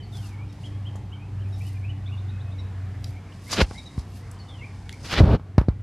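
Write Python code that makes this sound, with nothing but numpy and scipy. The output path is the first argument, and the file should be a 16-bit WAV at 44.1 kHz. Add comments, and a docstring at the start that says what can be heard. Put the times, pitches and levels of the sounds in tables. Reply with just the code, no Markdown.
"""Steps in dry grass

Someone holding a phone shifts and steps in dry grass at the edge of a pond. Crackling noise makes the
stalks rustle, swelling with each push; short ringing bursts are snapping stalks and one click of the hand.
Twice the hand brushes over the microphone (filtered crackle); bumps wobble and click, and at the end the
hand dulls the distance. Small birds call in gliding whistles among echoing trees, and a far engine drones
in wavering sines under the shaped noise of the open air."""
import sys
import numpy as np
from scipy import signal
from scipy.fft import rfft, irfft
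from scipy.io import wavfile
from scipy.ndimage import uniform_filter1d

SR = 44100
rng = np.random.default_rng(int(sys.argv[2]) if len(sys.argv) > 2 else 0)


def generate_wav(sig):
    """Save sig (samples, or channels by samples) to the path in sys.argv[1] as 16-bit PCM at SR."""
    pcm = np.round(np.clip(np.atleast_2d(sig).T, -1, 1) * 32767).astype(np.int16)
    wavfile.write(sys.argv[1], SR, pcm)


N = 256662
TIME = np.arange(N) / SR

# Every colour table sets a spectral shape only; its overall gain is levelled out by colour().
# open air: [f/Hz, relative level/dB]
AIR_COLOUR = [(25, -22), (42, -0.5), (60, 7), (120, 4.5), (180, 1.5), (300, -8), (560, -15.5), (800, -12.5),
              (1300, -19), (2100, -22.5), (3200, -27.5), (5000, -33), (8500, -39), (13000, -47.5)]
AIR_DB = -42

# far engine, firing rate: [t/s, f/Hz]
ENGINE_RATE = [(0, 100), (1.5, 97), (2.2, 96), (2.8, 93.5), (5.8, 95.5)]
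# far engine, swell of the orders below the second: [t/s, level/dB]
ENGINE_LEVEL = [(0.04, -39), (0.2, -33), (0.33, -39), (0.47, -32), (0.53, -39), (0.86, -32), (1.25, -37.5),
                (1.39, -29), (3.06, -33), (3.25, -40.5), (3.55, -42.5), (3.85, -51), (4.15, -39.5),
                (5.4, -41.5), (5.8, -33.5)]
# engine orders: [multiple of the firing rate, relative level/dB, unsteadiness as a ratio]
ENGINE_ORDERS = [(.62, -14, 1.1), (1, 0, 0.11), (1.25, -9, 0.97), (2, -22, 1.1), (3, -22.5, 1.15),
                 (3.999, -34.5, 1.2)]
# the overtones are strongest when the engine is nearest
NEAREST_S, MELLOW_DB_PER_S, OVERTONES_DB = 1.31, 3.0, -30

# how the hand shades the microphone: [t/s, change of treble level/dB]
SHADE = [(0, -1.5), (.9, -1), (1.2, -2.5), (1.8, 0), (2.85, 1), (4.3, -1), (5.1, -1.5), (5.38, -6)]

BIRDS_DB = -0.5  # trim on all the near birds
# a bird note bends through its start, middle and end, as ratios of the note's pitch
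ARCH_BEND, SLUR_BEND, FLICK_BEND = (.79, 0.97, .85), (.925, 1, 1.11), (.92, 0.96, 1.07)
CHIP_BEND, DROOP_BEND = (0.97, 0.98, 0.94), (1.05, 0.99, 0.98)
# one bird repeats an arched note, a little lower each time: [t/s, relative level/dB]
ARCHES = [(0.634, -45), (0.851, -44), (1.116, -46), (1.389, -55), (1.645, -50), (1.878, -46),
          (2.111, -48.5)]
ARCH_HZ, ARCH_SAG_HZ_PER_S, ARCH_S = 3350, 240, 0.0459
# low rising slurs, and one very short tick at 3.32 s:
# [t/s, length/s, f/Hz before the bend, relative level/dB]
SLURS_AND_TICK = [(0.365, 0.087, 2297, -53), (1.128, 0.14, 2377, -51.5), (1.605, .026, 2470, -46.5),
                  (1.827, 0.035, 2426, -47), (2.072, .03, 2370, -51), (3.146, 0.049, 2245, -53),
                  (3.32, .008, 2880, -49), (3.462, 0.037, 2150, -47.5), (3.744, 0.056, 2153, -44.5),
                  (4.193, .09, 2040, -58), (4.612, 0.044, 2250, -39.5), (4.921, 0.025, 2210, -44)]
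# faint drooping whistles: [t/s, length/s, f/Hz before the bend, relative level/dB]
DROOPS = [(0, 0.029, 3090, -45.5), (1.442, .052, 2550, -57), (1.745, 0.032, 2413, -51),
          (2.542, 0.092, 2150, -59), (4.311, 0.21, 3040, -64)]
# a quick, even run of upward flicks that fades by RUN_FADE_DB a note
RUN_FROM_S, RUN_GAP_S, FLICK_S = 2.058, .112, 0.027
FLICK_HZ, RUN_DB, RUN_FADE_DB = 3780, -48.5, 2.1
# short chips in two voices: [t/s, relative level/dB, relative level of the high voice/dB]
CHIPS = [(.484, -56.5, -60), (1.523, -50, -54), (2.582, -49, -61), (3.775, -41, -61), (3.855, -45.5, -66)]
CHIP_HZ, CHIP_HIGH_HZ, CHIP_S = 3930, 5600, 0.0313
# a song that tumbles down one long glide: [t/s, relative level/dB, fall in octaves per s]
CASCADES = [(.016, -47, 3.45), (4.377, -47, 3.55)]
CASCADE_HZ = 4820  # where the glide starts
# syllables of that song: [delay/s, length/s, relative level/dB]
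SYLLABLES = [(.008, .04, -3.5), (.106, .045, 0.5), (0.155, 0.038, -2.5), (0.206, 0.047, -2.5),
             (.272, 0.069, -4.5)]

# the air pocket under the finger whistles as it changes size:
# [t/s, level/dB before the swell, start f/Hz, end f/Hz]
POCKETS = [(3.616, -20, 1090, 4240), (5.188, -14.5, 1390, 4080), (5.5805, -27.5, 7020, 3500),
           (5.687, -40, 5700, 3580)]
# bumps on the phone: [t/s, push level/dB before the low cut, rise/s, click level/dB before colour]
BUMPS = [(.955, -25, 0.00024, -41), (3.5302, -46, 0.00022, -23), (3.616, -1.5, 0.0001, -31),
         (3.62, 7.5, 0.0053, -48), (3.711, -22, 0.00013, -31.5), (3.979, -5, .0011, -38.5),
         (5.188, -23, .0003, -27), (5.205, 7.5, 0.00046, -33), (5.213, 12, 0.0024, -43),
         (5.226, 5, .0025, -45), (5.239, 3.5, .00087, -26), (5.397, -23, .00048, -45),
         (5.581, 7.5, 0.00075, -16.5), (5.614, -8, 0.00045, -33), (5.685, 1.5, 0.00052, -29.5)]
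# contact clicks: [f/Hz, relative level/dB]
CLICK_COLOUR = [(200, 3.5), (1000, 13.5), (2000, 1.5), (3000, -9), (4500, -11.5), (6000, -20),
                (8000, -25.5), (13000, -27)]

# a quick light brush of the hand over the microphone:
# [t/s, relative levels/dB of the rumble, the scrape and the hiss]
BRUSH = [(3.49, -48, -48, -57), (3.514, -42, -40, -42.5), (3.53, -37.5, -30, -31.5),
         (3.556, -51, -37, -42.5), (3.586, -24, -22, -43.5), (3.596, -19, -26.5, -45),
         (3.618, -14, -17, -37), (3.63, -33, -40, -43), (3.655, -54, -42.5, -71)]
# a heavier drag, with the same columns: [t/s, rumble/dB, scrape/dB, hiss/dB]
DRAG = [(5.025, -59, -69, -64), (5.049, -42, -41.5, -49.5), (5.087, -61, -41.5, -50.5),
        (5.131, -37.5, -24.5, -39.5), (5.159, -37, -28.5, -50), (5.191, -23.5, -22.5, -46),
        (5.207, -13, -34, -50), (5.223, -24, -44.5, -60), (5.281, -21.5, -43, -66), (5.349, -19, -38, -59),
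        (5.367, -34, -48.5, -79), (5.38, -46, -74, -90)]
SCRAPE_DB, HISS_DB = -0.5, 5  # trims on both strokes
# hand right on the port: [f/Hz, relative level/dB]
RUMBLE_COLOUR = [(40, -3), (80, 2.5), (170, -3), (350, -10.5), (560, -15), (900, -22), (1500, -30),
                 (3000, -68.5)]
# hand near the port: [f/Hz, relative level/dB]
SCRAPE_COLOUR = [(300, -3), (800, -0.5), (1500, 0), (2800, -0.5), (4000, -3.5), (5200, -11.5), (7000, -31),
                 (12000, -61)]
# hand first touching the case: [f/Hz, relative level/dB]
HISS_COLOUR = [(1500, -6), (3000, -0.5), (4800, 9.5), (6300, 4), (8000, -3), (10500, -8), (13000, -13.5)]

# short bright ringing cracks: snapping stalks, and at 3.5175 s a click of the sliding hand:
# [t/s, relative level/dB, ring f/Hz, time to fall by 60 dB/s]
CRACKS = [(0.17, -34, 5740, 0.011), (.526, -46.5, 5070, 0.024), (0.957, -50, 7400, .056),
          (3.042, -27, 5100, 0.015), (3.074, -55, 5000, .03), (3.5175, -18, 6300, 0.013),
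          (3.993, -36.5, 5300, 0.014), (4.313, -39.5, 9350, 0.019), (4.893, -22, 2950, 0.0073),
          (4.927, -27, 5440, .0069)]

# a foot pushes through the grass:
# [t/s of the firmest push, relative level/dB, length/s, crisp blade tips relative to the push/dB]
STEPS = [(0.167, -53, 0.085, -9), (0.266, -54, .13, -9), (0.66, -61, 0.25, -18), (1.673, -58.5, 0.29, -6.5),
         (3.092, -60.5, 0.13, -3), (3.51, -49, 0.11, -8), (3.752, -54.5, 0.34, -28),
         (3.992, -54, 0.066, -17), (4.162, -59, 0.1, 0.5), (5.052, -57, 0.34, -19)]
STEP_RISE_DB, STEP_FALL_DB = 21, 28.5  # swell and fade over one length
WALK_FROM_S, WALK_TO_S = 3.24, 5.2  # turning and walking along the bank
STANDING_DB, WALKING_DB = -86, -66  # stalks that keep stirring round the legs, relative
# rustling stalks: [f/Hz, relative level/dB]
STALK_COLOUR = [(300, -37), (1000, -6), (2500, -1.5), (5000, 8.5), (7000, 2.5), (10000, -0.5),
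                (13000, -20.5)]
TIPS_HZ = 8100  # the blade tips crackle above this
TOP_HZ = 13300  # upper limit of the blade tips and of the phone


def undb(db):
    """Decibels to an amplitude ratio."""
    return 10 ** (np.asarray(db) / 20)


def unit(x):
    """Bring a signal to an RMS of 1."""
    return x / np.sqrt(np.mean(x ** 2) + 1e-20)


def curves(rows):
    """The columns of a table as values for every sample."""
    s, *columns = np.transpose(rows)
    return [np.interp(TIME, s, c) for c in columns]


def add(track, s, sound):
    """Mix a sound in at a time."""
    i = max(int(s * SR), 0)
    track[i:i + len(sound)] += sound[:max(N - i, 0)]


def butter(x, hz, kind, order=2):
    """Smooth filter with no ripple in its pass band."""
    sos = signal.butter(order, np.minimum(hz, SR * .45), kind, fs=SR, output="sos")
    return signal.sosfilt(sos, x)


def colour(x, points):
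    """Causal filter through (Hz, dB) points, with a mean power gain of 1."""
    hz, db = np.transpose(points)
    bins = np.linspace(1, SR / 2, 4097)
    gain = unit(undb(np.interp(np.log(bins), np.log(hz), db)))
    # folding the cepstrum gives minimum phase: nothing sounds early
    cepstrum = irfft(np.log(gain))
    half = len(cepstrum) // 2
    cepstrum[1:half] *= 2
    cepstrum[half + 1:] = 0
    impulse = irfft(np.exp(rfft(cepstrum)))
    return signal.fftconvolve(x, impulse)[:len(x)]


def walk(rate):
    """Smooth random drift with an RMS of 1, from about rate new values a second."""
    k = max(int(SR / rate), 2)
    held = np.repeat(rng.standard_normal(N // k + 1), k)
    smooth = uniform_filter1d(uniform_filter1d(held, k), k)
    return unit(smooth[:N])


def crackle(rate, spread_db, smooth):
    """Tiny fractures of unequal size, so many a second, over a smooth share of friction noise."""
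    sizes = undb(spread_db * np.minimum(rng.exponential(size=N), 4))
    clicks = (rng.random(N) < rate / SR) * sizes * rng.choice([-1, 1], N)
    return unit(unit(clicks) + smooth * rng.standard_normal(N))


def trees(x, t60):
    """Scattered echoes from the trunks and the bank, falling 60 dB in t60 seconds."""
    t = TIME[:SR]
    tail = rng.standard_normal(SR) * undb(-60 * t / t60) * (1 - np.exp(-t / .012))
    return signal.fftconvolve(x, tail / np.linalg.norm(tail))[:N]


def shaded(x):
    """The hand over the port changes the treble of everything that comes from afar."""
    treble_db, = curves(SHADE)
    low = butter(x, 340, "lowpass", order=1)
    return low + undb(treble_db) * (x - low)


def air():
    """Far traffic and wind in the trees; narrow middle bands come and go on their own."""
    bed = unit(colour(rng.standard_normal(N), AIR_COLOUR))
    murmur = 0
    for hz in np.geomspace(400, 2000, 12):
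        band = butter(bed, [hz / 1.05, hz * 1.05], "bandpass", order=1)
        murmur = murmur + walk(9) * band
    return (bed + 0.37 * murmur) * undb(AIR_DB + .5 * walk(6.3))


def engine():
    """Only the lowest orders carry this far; each wavers on its way through the air."""
    hz, = curves(ENGINE_RATE)
    bass_db, = curves(ENGINE_LEVEL)
    phase = 2 * np.pi * np.cumsum(hz) / SR
    # the overtones fade with time away from the nearest moment
    overtone_db = OVERTONES_DB - MELLOW_DB_PER_S * np.abs(TIME - NEAREST_S)
    out = 0
    for multiple, order_db, unsteady in ENGINE_ORDERS:
        # the complex drift moves both level and phase
        waver = 1 + unsteady * (walk(21.87) + 1j * walk(21.85))
        waver = waver / np.sqrt(1 + 2 * unsteady ** 2)
        # ground echoes make the bass swell and sink; the overtones stay more even
        level_db = bass_db if multiple < 2 else overtone_db
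        tone = np.sqrt(2) * np.imag(waver * np.exp(1j * multiple * phase))
        out = out + undb(order_db + level_db) * tone
    return out


def chorus(count):
    """Birds deeper in the wood: random slurs that arrive only as echo."""
    out = np.zeros(N)
    for when, length, pitch, slope in rng.random((count, 4)):
        u = np.linspace(0, 1, int((.03 + .05 * length) * SR))
        hz = 1850 * 2 ** (.5 * pitch + .7 * (slope - .5) * u)
        whistle = np.sin(2 * np.pi * np.cumsum(hz) / SR)
        add(out, when * N / SR, np.sin(np.pi * u) * whistle)
    return undb(-68) * unit(trees(out, .3))


def flicks(count):
    """The notes of the quick run, each softer than the last."""
    pitches = FLICK_HZ * np.array(FLICK_BEND)
    return [(RUN_FROM_S + k * RUN_GAP_S, FLICK_S, pitches, RUN_DB - k * RUN_FADE_DB)
            for k in range(count)]


def notes():
    """The near phrases as notes: (t/s, length/s, three pitches f/Hz, relative level/dB)."""
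    song = []
    for s, db in ARCHES:
        hz = ARCH_HZ - ARCH_SAG_HZ_PER_S * (s - ARCHES[0][0])
        song.append((s, ARCH_S, hz * np.array(ARCH_BEND), db))
    song += [(s, length, hz * np.array(SLUR_BEND), db) for s, length, hz, db in SLURS_AND_TICK]
    song += [(s, length, hz * np.array(DROOP_BEND), db) for s, length, hz, db in DROOPS]
    song += flicks(count=5)
    for s, db, high_db in CHIPS:
        song.append((s, CHIP_S, CHIP_HZ * np.array(CHIP_BEND), db))
        song.append((s, CHIP_S, CHIP_HIGH_HZ * np.array(CHIP_BEND), high_db))
    for s, db, fall in CASCADES:
        for delay, length, accent_db in SYLLABLES:
            elapsed = delay + length * np.array([0, .5, 1])
            song.append((s + delay, length, CASCADE_HZ * 2 ** (-fall * elapsed), db + accent_db))
    return song


def birds():
    """Each note is a slightly husky whistle on a bent glide; the trees smear it."""
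    out, quaver = np.zeros(N), 1 + .018 * walk(600)
    for s, length, pitches, db in notes():
        u = np.linspace(0, 1, int(length * SR))
        # a parabola through the start, middle and end pitches
        hz = np.polyval(np.polyfit([0, .5, 1], pitches, 2), u)
        hz = hz * quaver[max(int(s * SR), 0):][:len(u)]
        swell = np.sqrt(np.abs(np.sin(np.pi * u)))
        add(out, s, undb(db) * swell * np.sin(2 * np.pi * np.cumsum(hz) / SR))
    out = out * undb(2 * walk(150))
    echoes = undb(-7) * trees(out, .08) + undb(-10) * trees(out, .7)
    return undb(BIRDS_DB) * (out + echoes) + chorus(count=60)


def pockets():
    """Trapped air gives a few milliseconds of whistle that shoots to its last pitch."""
    out, t = np.zeros(N), TIME[:SR // 30]
    for s, db, start, end in POCKETS:
        hz = end + (start - end) * np.exp(-t / 0.00208)
        swell = t / 0.0034 * np.exp(1 - t / 0.0017)  # tops out at one half
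        add(out, s, undb(db) * swell * np.sin(2 * np.pi * np.cumsum(hz) / SR))
    return out


def bumps():
    """A finger traps air over the port; the microphone's steep low cut makes each push a slowing wobble."""
    pushes, clicks, t = np.zeros(N), np.zeros(N), TIME[:SR // 4]
    lead = .02  # s of room for the rise ahead of the bump
    for s, push_db, rise, click_db in BUMPS:
        onset = (1 + np.tanh((t - lead) / rise)) / 2
        leak = np.exp(-np.maximum(t - lead, 0) / 0.0047)
        add(pushes, s - lead, undb(push_db) * onset * leak)
        # the skin goes on creaking faintly after the click
        fade = np.exp(-t / 0.0015) + 0.25 * np.exp(-t / 0.022)
        add(clicks, s, undb(click_db) * rng.standard_normal(len(t)) * fade)
    wobble = butter(butter(pushes, 60, "highpass", order=4), 36.4, "highpass", order=4)
    return wobble + colour(clicks, CLICK_COLOUR)


def stroke(rows, body_hz, weight_db):
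    """Skin and cloth stick and slip: hiss on the case, scrape near the port, rumble right on it."""
    rumble_db, scrape_db, hiss_db = curves(rows)
    touching = uniform_filter1d(1. * (TIME > rows[0][0]) * (TIME < rows[-1][0]), size=400)
    slips = undb(1.2 * walk(400))
    # a light touch leaves out the rumble under body_hz
    rumble = butter(colour(crackle(2500, 1.44, 1.0), RUMBLE_COLOUR), body_hz, "highpass", order=3)
    scrape = colour(crackle(3000, 1.8, 0.5), SCRAPE_COLOUR)
    hiss = colour(crackle(2000, 1.8, 1.0), HISS_COLOUR)
    friction = unit(scrape) * undb(scrape_db + SCRAPE_DB) + unit(hiss) * undb(hiss_db + HISS_DB)
    return touching * (slips * friction + unit(rumble) * undb(rumble_db + weight_db))


def strokes():
    """A quick light brush, then a heavier drag with more low rumble."""
    return stroke(BRUSH, body_hz=120, weight_db=-0.5) + stroke(DRAG, body_hz=39.8, weight_db=5)


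def cracks():
    """Snapping stalks and one click of the sliding hand: a sharp noise burst with a brief, broad ring."""
    out, t = np.zeros(N), TIME[:SR // 10]
    for s, db, hz, decay in CRACKS:
        burst = rng.standard_normal(len(t))
        ring = unit(butter(burst, [hz / 1.29, hz * 1.05], "bandpass", order=1))
        envelope = (1 - np.exp(-t / 0.00087)) * undb(db - 60 * t / decay)
        add(out, s, (ring + 0.1 * burst) * envelope)
    out = butter(out, 890, "highpass")
    return out + undb(-10.0) * trees(out, 0.16)


def grass():
    """Dry blades bend and crack under the shoes; each push swells, dies away and flicks the crisp tips."""
    walking = uniform_filter1d(1. * (TIME > WALK_FROM_S) * (TIME < WALK_TO_S), size=SR // 5)
    power = undb(STANDING_DB + (WALKING_DB - STANDING_DB) * walking) ** 2
    crisp = 0
    for s, db, length, tips_db in STEPS:
        u = (TIME - s) / length
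        push = undb(db - np.maximum(-STEP_RISE_DB * u, STEP_FALL_DB * u))
        power = power + push ** 2
        crisp = crisp + push * undb(tips_db)
    stalks = unit(colour(crackle(900, 2.1, 1.0), STALK_COLOUR))
    tips = unit(butter(crackle(500, 3.5, .35), [TIPS_HZ, TOP_HZ], "bandpass"))
    bunches = undb(1.5 + 1.54 * walk(63))  # small and uneven
    return (stalks * np.sqrt(power) + tips * crisp) * bunches


def scene():
    """One channel below 4 kHz; above that, the two ports hear slightly different sound."""
    far = shaded(air() + birds() + engine())
    mid = far + grass() + cracks() + strokes() + bumps() + pockets()
    # fresh random draws of the same layers set the two sides apart
    diffuse = shaded(air()) + grass() + .5 * cracks() + strokes()
    side = undb(-7.5) * butter(diffuse, 4000, "highpass", order=12)
    return np.array([mid + side, mid - side])


def record(dry):
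    """The phone rounds off the very highest peaks and cuts the top."""
    limited = dry / (1 + dry ** 6) ** (1 / 6)
    top_cut = signal.ellip(10, .2, 80, TOP_HZ, fs=SR, output="sos")
    return signal.sosfilt(top_cut, limited)


dry = scene()
out = record(dry)
generate_wav(out)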